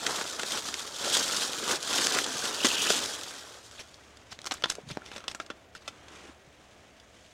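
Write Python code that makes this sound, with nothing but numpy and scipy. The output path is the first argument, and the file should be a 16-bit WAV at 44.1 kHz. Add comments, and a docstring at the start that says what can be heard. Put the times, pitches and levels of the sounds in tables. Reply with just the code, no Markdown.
"""Close by, hands strip the dry husk from an ear of corn, over a faint far drone and the stirring crop.
With each pull the papery leaves rub and buckle, ribs snap, and now and then a hand knocks dully. The ear
is torn off the stalk and the emptied husk cup rings. Sleeves swish, fingers click and scrape on kernels;
the cob creaks and breaks at about 4.6 s, and its hollow-ringing halves are knocked together.
Throughout, the standing crop scatters the handling into a short diffuse tail."""
import sys
import numpy as np
from scipy import signal
from scipy.fft import rfft, irfft, next_fast_len
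from scipy.io import wavfile
from scipy.ndimage import uniform_filter1d, map_coordinates

SR = 44100
rng = np.random.default_rng(int(sys.argv[2]) if len(sys.argv) > 2 else 0)


def output_pcm(signal):
    """Save a mono or channel-first signal as 16-bit PCM at the path in sys.argv[1].

    Samples are clipped to [-1, 1] before scaling.
    """
    pcm = np.clip(np.atleast_2d(signal).T, -1, 1) * 32767
    wavfile.write(sys.argv[1], SR, np.round(pcm).astype(np.int16))


N = 323253


def amp(db):
    """Decibels to amplitude ratio."""
    return 10 ** (np.asarray(db) / 20)


def unit(x):
    """Normalisation to rms 1."""
    return x / np.sqrt(np.mean(x ** 2) + 1e-20)


def along(points, hz):
    """Interpolation of (frequency [Hz], value) points on a logarithmic frequency axis."""
    f, v = np.transpose(points)
    return np.interp(np.log(hz + 1), np.log(f + 1), v)


def add(track, s, sound):
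    """Superposition of a sound on the track at time s."""
    start = max(round(s * SR), 0)
    track[start:start + len(sound)] += sound[:N - start]


def wobble(rate):
    """Slow random modulation: a spline through rate knots a second."""
    knots = rng.standard_normal(int(N * rate / SR) + 4)
    return map_coordinates(knots, [np.arange(N) * rate / SR])


def swell(s, rise_s, fall_s):
    """Gaussian envelope peaking at time s, down to 1/e rise_s before and fall_s after."""
    t = np.arange(N) / SR - s
    return np.exp(-(t / np.where(t < 0, rise_s, fall_s)) ** 2)


def strokes(rows):
    """Incoherent addition: the powers of swells (time [s], level [dB], rise [s], fall [s]) add."""
    return np.sqrt(sum(amp(db) ** 2 * swell(s, rise, fall) for s, db, rise, fall in rows))


def coloured(x, level_db, size=4096):
    """Minimum-phase filtering of x with the gain level_db(Hz)."""
    cepstrum = irfft(np.log(amp(level_db(np.fft.rfftfreq(size, 1 / SR))) + 1e-6))
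    cepstrum[1:size // 2] *= 2
    cepstrum[size // 2 + 1:] = 0
    return signal.fftconvolve(x, irfft(np.exp(rfft(cepstrum))))[:len(x)]


def buckles(rate, spread_db, size):
    """Poisson process of rate tiny impulses a second: many weak, a few strong."""
    strength = amp(spread_db * np.clip(rng.standard_normal(size), -2.5, 2.5))
    return (rng.random(size) < rate / SR) * strength * rng.choice([-1, 1], size)


def rustle(spectrum, rate, spread_db, clump_db, crease_db, size=256):
    """Buckling noise of rms 1: sheets yield in spurts, each crease with passing resonances of its own."""
    spurts = amp(clump_db * (np.tanh(wobble(170) / 2) + np.tanh(wobble(50) / 2)))
    frames = signal.stft(buckles(rate, spread_db, N) * spurts, nperseg=size)[2]
    creases = uniform_filter1d(rng.standard_normal(frames.shape), size=3, axis=0)
    creases = unit(uniform_filter1d(creases, size=3, axis=1))
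    crackle = signal.istft(frames * amp(crease_db * creases), nperseg=size)[1][:N]
    return unit(coloured(crackle, lambda hz: along(spectrum, hz)))


def fractures(events, spectrum, fibre_rate, rise, first_share, size=8192):
    """Brittle fracture: a first release, then an avalanche of fibres. Depth lifts lows, edge highs."""
    track, t = np.zeros(N), np.arange(size) / SR
    for s, db, depth, edge, t60 in events:
        growth = 1 - np.exp(-t / (rise * t60))
        burst = buckles(fibre_rate, 3, size) * growth * amp(-60 * t / t60)
        burst /= np.linalg.norm(burst) + 1e-9
        burst[0] += first_share
        tilt = [(500, 0.89 * depth), (1400, depth), (3500, 0), (7500, edge)]
        crack = coloured(burst, lambda hz: along(spectrum, hz) + along(tilt, hz))
        decay_samples = t60 * SR / np.log(1e6)  # the energy falls to 1/e in this span
        add(track, s, amp(db) * crack / np.linalg.norm(crack) * np.sqrt(decay_samples))
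    return track


def effort(settle_db_per_s=27.5, contact_hollow_db=-3):
    """Envelopes of crackle and hollow rubbing: steady contact and single pulls add in power."""
    # leaves pressed on the hands, more firmly as the ear comes loose: (time [s], level [dB])
    grip = [(0, -42), (0.93, -45.5), (1.8, -43), (2.3, -36), (3.14, -39)]
    # pulls on the husk: (time [s], level [dB], rise [s], fall [s], hollow rubbing offset [dB])
    pulls = [(0.08, -35.5, 0.039, 0.04, 0.5), (0.19, -34, 0.066, 0.027, -3),
             (0.3, -39.5, 0.072, 0.045, -6.5), (0.44, -41, 0.055, 0.054, -1.5),
             (0.56, -32.5, 0.057, 0.031, -4), (0.67, -36, 0.028, 0.025, -6.5), (0.77, -42.5, 0.1, 0.13, -5),
             (1.06, -32.5, 0.052, 0.035, -4.5), (1.155, -27, 0.043, 0.052, -5), (1.37, -31, 0.19, 0.11, -6),
             (1.6, -35, 0.073, 0.078, -6.5), (1.715, -28.5, 0.033, 0.034, -1),
             (1.98, -27.5, 0.074, 0.09, -5.5), (2.159, -30, 0.055, 0.039, -1),
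             (2.46, -35, 0.049, 0.034, -3), (2.66, -30.5, 0.031, 0.073, -9), (2.91, -28, 0.11, 0.097, -6.5)]
    t = np.arange(N) / SR
    times, levels = np.transpose(grip)
    settling_db = settle_db_per_s * np.maximum(t - times[-1], 0)  # once the ear is free
    contact = amp(np.interp(t, times, levels) - settling_db)
    crackle = strokes([(s, db, rise, fall) for s, db, rise, fall, _ in pulls])
    rubbing = strokes([(s, db + hollow, rise, fall) for s, db, rise, fall, hollow in pulls])
    return np.hypot(crackle, contact), np.hypot(rubbing, amp(contact_hollow_db) * contact)


def husk(crackle, rubbing):
    """Friction and buckling: dry sheets rub and tick, and the hollow wrap rustles with them."""
    # spectra of the papery sheets and of the wrap: (frequency [Hz], level [dB])
    paper = [(1060, -29.5), (1800, -14.5), (2300, -10.5), (2950, -3.5), (3200, 1.5), (4020, -1.5),
             (4970, -1.5), (5640, -2), (6780, -2.5), (8210, -6.5), (13100, -22), (15100, -26), (16000, -33)]
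    hollow = [(47, -30), (80, -15), (113, -14), (280, -1.5), (348, -2), (403, 0), (572, -1), (671, -3),
              (980, -3), (1450, 0), (2250, -10.5), (2600, -9), (3380, -42), (5720, -120)]
    rub = amp(-1.73) * rustle(paper, rate=12000, spread_db=1.5, clump_db=4, crease_db=2)
    ticks = amp(-6.5) * rustle(paper, rate=400, spread_db=4, clump_db=5, crease_db=3)
    wrap = amp(-0.45) * rustle(hollow, rate=4000, spread_db=4.5, clump_db=2.5, crease_db=2)
    return crackle * (rub + ticks) + rubbing * wrap


def crop_stir():
    """Faint buckling noise: the dry leaves all around never quite keep still."""
    spectrum = [(900, -14), (1700, -4), (2400, 4), (3300, 0), (7000, -3), (10000, -14), (16000, -34)]
    return amp(-70) * rustle(spectrum, rate=5600, spread_db=4, clump_db=5.5, crease_db=2.5)


def far_drone(fundamental_hz=36):
    """Low broadband noise from far away, with harmonics 2 and 3 of a wavering hum."""
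    # spectrum of the drone: (frequency [Hz], level [dB])
    spectrum = [(20, -24), (42, -12), (56, 1.5), (90, 1.5), (115, -0.5), (170, -4), (350, -5), (470, -4),
                (690, 0), (950, -13), (2000, -11.5), (8000, -35)]
    drone = unit(coloured(rng.standard_normal(N), lambda hz: along(spectrum, hz)))
    phase = 2 * np.pi * np.cumsum(fundamental_hz + 0.6 * wobble(4.7)) / SR
    hum = sum(amp(db + 1.8 * wobble(2.7)) * np.sin(order * phase) for order, db in [(2, -67), (3, -70)])
    return amp(-60.5 + 0.9 * wobble(2.6)) * drone + hum


def crop_scatter(x, size=8192, blocks=100):
    """Diffuse scattering by the crop: a short tail that changes as hands and leaves move."""
    # decay among the stalks: (frequency [Hz], t60 [s])
    decay = [(200, 0.084), (2000, 0.094), (12000, 0.15)]
    track, step = np.zeros(N), N // blocks
    for start in range(0, N, step):
        hz, t, noise = signal.stft(rng.standard_normal(size), SR, nperseg=256)
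        tail = signal.istft(noise * amp(-60 * t / along(decay, hz)[:, None]), SR, nperseg=256)[1]
        add(track, start / SR, signal.fftconvolve(x[start:start + step], tail / np.linalg.norm(tail)))
    return track


def rib_snaps(edge_db=-2):
    """Brittle fracture of the husk's ribs."""
    # the loudest snaps: (time [s], relative level [dB], depth [dB], t60 [s])
    snaps = [(0.065, -15, -1, 0.03), (0.2106, -22.5, 9, 0.025), (0.3952, -20, 3, 0.02),
             (0.4327, -20, 4, 0.014), (0.5738, -23, 4, 0.015), (0.6878, -24, 9, 0.014),
             (0.7418, -16, -3, 0.009), (0.7949, -25, -8, 0.01), (1.0461, -19, 4, 0.01),
             (1.1503, -16, -3, 0.02), (1.1687, -14.5, -9, 0.02), (1.4212, -21, 0, 0.02),
             (1.709, -18, 4, 0.01), (1.828, -21.5, -15, 0.012), (1.9302, -16, 1, 0.005),
             (1.9838, -16, 0, 0.02), (2.0697, -8, -8, 0.006), (2.1497, -18, 5, 0.015),
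             (2.1873, -7.5, 2, 0.005), (2.2426, -17, -9, 0.01), (2.6467, -13, 3, 0.03),
             (2.6521, -13, 3, 0.035), (2.669, -6, -18, 0.003), (2.6876, -19, -7, 0.025),
             (2.753, -20, -2, 0.015), (2.902, -13.5, 0, 0.025)]
    # spectrum of a rib: (frequency [Hz], level [dB])
    spectrum = [(60, -29.5), (250, 1), (450, -5.5), (850, -14), (1400, 5.5), (2300, -1), (3300, 3.5),
                (4500, 0.5), (7000, 1), (10000, -10.5), (16000, -32)]
    events = [(s, db, depth, edge_db, t60) for s, db, depth, t60 in snaps]
    return amp(-3) * fractures(events, spectrum, fibre_rate=9000, rise=0.059, first_share=0.48)


def hand_knocks(size=8192):
    """Damped impact: flesh absorbs vibration quickly, leaving one broad resonance."""
    # knocks of hands and cuffs: (time [s], peak level [dB], centre frequency [Hz], t60 [s])
    thumps = [(0.211, -26.5, 500, 0.043), (0.433, -27, 380, 0.025), (2.645, -17.5, 427, 0.094),
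              (2.902, -19, 421, 0.032), (4.783, -31.5, 378, 0.048), (4.831, -45, 110, 0.066),
              (4.864, -41, 130, .08), (4.906, -34, 141, 0.054), (5.878, -39, 396, 0.057),
              (6.288, -44.5, 170, 0.039), (6.471, -54, 110, .08)]
    track, t = np.zeros(N), np.arange(size) / SR
    for s, db, centre_hz, t60 in thumps:
        push = rng.standard_normal(size) * amp(-60 * t / t60)
        knock = coloured(push, lambda hz: -20 * np.log10(1 + np.log2((hz + 1) / centre_hz) ** 4))
        add(track, s, amp(db) * knock / np.abs(knock).max())
    return track


def husk_cup(crackle):
    """Resonance of the emptied husk cup, driven by the pulling as the ear slides out."""
    spectrum = [(1500, -66.5), (2500, -11.5), (2950, -2.5), (3400, -14.5), (6000, -40.5)]
    drive = amp(-4) * crackle * swell(2.77, rise_s=0.34, fall_s=0.18)
    return drive * rustle(spectrum, rate=2700, spread_db=7.5, clump_db=5, crease_db=4)


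def sleeves():
    """Friction noise of moving arms: cloth swishes and brushes the leaves."""
    # arm movements: (mid time [s], duration [s], relative brush level [dB], relative cloth level [dB])
    swishes = [(4.2, 0.86, -63, -62), (4.67, 0.3, -59, -57.5), (5.14, 0.34, -59.5, -56),
               (5.505, 0.34, -65.5, -61.5), (5.95, 0.24, -61, -59.5), (6.19, 0.22, -54.5, -54),
               (6.747, 0.8, -63.5, -64), (7.298, 0.32, -59.5, -77)]
    # spectra of brushed leaves and of cloth: (frequency [Hz], level [dB])
    leaf = [(1500, -1), (3300, 1), (4500, -4.5), (6500, -2.5), (10000, -14.5), (16000, -43)]
    fabric = [(80, -6), (300, 7.5), (800, 0), (1250, 2), (2300, -3), (3500, -8.5), (6000, -36.5)]
    brush = strokes([(s, db, length / 2, length / 2) for s, length, db, _ in swishes])
    cloth = strokes([(s, db, length / 2, length / 2) for s, length, _, db in swishes])
    brush *= amp(0.5) * rustle(leaf, rate=6300, spread_db=3, clump_db=3, crease_db=-1)
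    cloth *= amp(2) * rustle(fabric, rate=9000, spread_db=3, clump_db=1.5, crease_db=2)
    return brush + cloth


def kernel_clicks(edge_db=4, t60=0.021):
    """Impact transients: kernels click under the fingers, and the cob's halves knock together."""
    # finger clicks: (time [s], relative level [dB], depth [dB])
    clicks = [(3.712, -42, -9), (3.943, -43.5, -18), (4.171, -44.5, -12), (4.9012, -36.5, 12),
              (5.0187, -38.5, 20), (5.0616, -39, -4), (5.1159, -34, 9), (5.1624, -31.5, 4),
              (5.1804, -34.5, 1), (5.2045, -40, 6), (5.2408, -37, 8), (5.314, -36, -4), (5.4632, -42, -15),
              (6.0831, -42, 3), (6.9995, -46.5, -12)]
    # knocks of the halves: (time [s], relative level [dB], depth [dB], edge [dB], t60 [s])
    taps = [(5.2809, -22.5, -5, 2, 0.023), (5.3483, -31, 10, 15, 0.034), (5.4, -26.5, 9.5, 1, 0.032),
            (5.502, -29, 5, -4, 0.045), (5.7509, -36, 7, 9, 0.032), (5.8781, -30, -0.5, 3.5, 0.05)]
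    # spectrum of a kernel: (frequency [Hz], level [dB])
    spectrum = [(60, -24), (150, -5.5), (260, -1.5), (480, 0), (650, -2.5), (980, -4), (1350, 4),
                (2000, -2), (2600, 2), (3400, -1.5), (4000, -4.5), (5200, -2.5), (7000, -8.5),
                (10000, -21.5), (16000, -44)]
    events = [(s, db, depth, edge_db, t60) for s, db, depth in clicks] + taps
    return amp(-1.5) * fractures(events, spectrum, fibre_rate=9000, rise=0.0074, first_share=0.46)


def finger_scrapes():
    """Sliding friction of skin over kernels."""
    # slides: (mid time [s], duration [s], level [dB])
    scrapes = [(3.794, 0.097, -44.5), (4.327, 0.057, -43.5), (4.555, 0.085, -42.5), (4.699, 0.073, -37.5),
               (4.908, 0.074, -44.5), (4.949, 0.06, -48.5), (5.074, 0.056, -47), (5.15, 0.13, -47.5),
               (5.311, 0.047, -43.5), (5.425, 0.071, -53.5), (5.769, 0.05, -50), (5.828, 0.11, -55)]
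    skin = [(100, 0.5), (500, 0), (1300, -2.5), (2300, 0), (3600, 1.5), (6500, -5), (10000, -16),
            (16000, -35)]
    sliding = strokes([(s, db, length / 4, length / 4) for s, length, db in scrapes])
    return sliding * rustle(skin, rate=2800, spread_db=2.5, clump_db=7.5, crease_db=3.5)


def cob_break():
    """Progressive fracture in bending: the cob ticks, then gives way."""
    # cracks: (time [s], relative level [dB], depth [dB], edge [dB], t60 [s])
    cracks = [(4.3227, -36.5, 6, -13, 0.02), (4.3899, -28.5, -9, -11, 0.0043),
              (4.4168, -33, -17, -5, 0.0058), (4.4431, -33.5, 4, 4, 0.013), (4.4557, -28, 3, 1, 0.007),
              (4.4626, -24.5, -1, 8, 0.0091), (4.469, -24.5, 1, 2, 0.025), (4.5102, -21, -1, -12, 0.021),
              (4.518, -21, 4, 0, 0.026), (4.5384, -30, 14, 18, 0.025), (4.6228, -27.5, 0, 0, 0.008),
              (4.6378, -14, -3.5, -15, 0.027), (4.6571, -21.5, 9, -6, 0.011),
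              (4.6997, -17, -0.5, 8.5, 0.018), (4.7199, -32, 0, 6, 0.026), (4.7523, -31.5, 1, 5, 0.013)]
    # spectrum of the cob: (frequency [Hz], level [dB])
    spectrum = [(60, -21), (250, -4), (450, -5), (650, -1), (850, -4), (1250, 2.5), (1800, -1),
                (2300, -3.5), (3400, -3), (5000, -1.5), (7000, -6), (10000, -18.5), (16000, -34)]
    return amp(-1.63) * fractures(cracks, spectrum, fibre_rate=12000, rise=0.053, first_share=0.14)


def cob_ring(drive, size=4096):
    """Modal resonance: the cob's damped modes ring hollow when shaken."""
    # modes: (frequency [Hz], gain at resonance [dB], t60 [s])
    modes = [(590, -7, 0.061), (1365, -6, 0.044), (3460, -1.5, 0.015)]
    t = np.arange(size) / SR
    response = sum(amp(db - 60 * t / t60) * np.cos(2 * np.pi * hz * t) * np.log(1e6) / (t60 * SR)
                   for hz, db, t60 in modes)
    return signal.fftconvolve(drive, response)[:N]


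def palm_pop():
    """Cushioned impact: one half of the cob pops against the palm."""
    # the pop: (time [s], relative level [dB], depth [dB], edge [dB], t60 [s])
    pop = [(4.9722, -15.5, -1.5, -10.5, 0.0051)]
    # spectrum of the palm: (frequency [Hz], level [dB])
    spectrum = [(30, -18), (150, 0.5), (600, 0.5), (1300, -7), (2400, -17), (3300, -28), (5200, -16),
                (8000, -30), (16000, -38)]
    return amp(-1.5) * fractures(pop, spectrum, fibre_rate=9000, rise=0.102, first_share=2)


def scene():
    """Superposition of the direct handling, its scatter and the open field, in mono."""
    crackle, rubbing = effort()
    close = husk(crackle, rubbing) + rib_snaps() + hand_knocks() + husk_cup(crackle)
    close += sleeves() + finger_scrapes()
    clicking, breaking = kernel_clicks(), cob_break()
    close += clicking + breaking + cob_ring(breaking + amp(6.5) * clicking) + palm_pop()
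    return (close + amp(-11.5) * crop_scatter(close) + crop_stir() + far_drone())[None]


def record(dry, top_hz=15950):
    """Band limiting: an ideal low-pass filter removes everything above top_hz."""
    size = next_fast_len(N + SR // 2)
    passband = np.fft.rfftfreq(size, 1 / SR) < top_hz
    return irfft(rfft(dry, size) * passband, size)[..., :N]


dry = scene()
out = record(dry)
output_pcm(out)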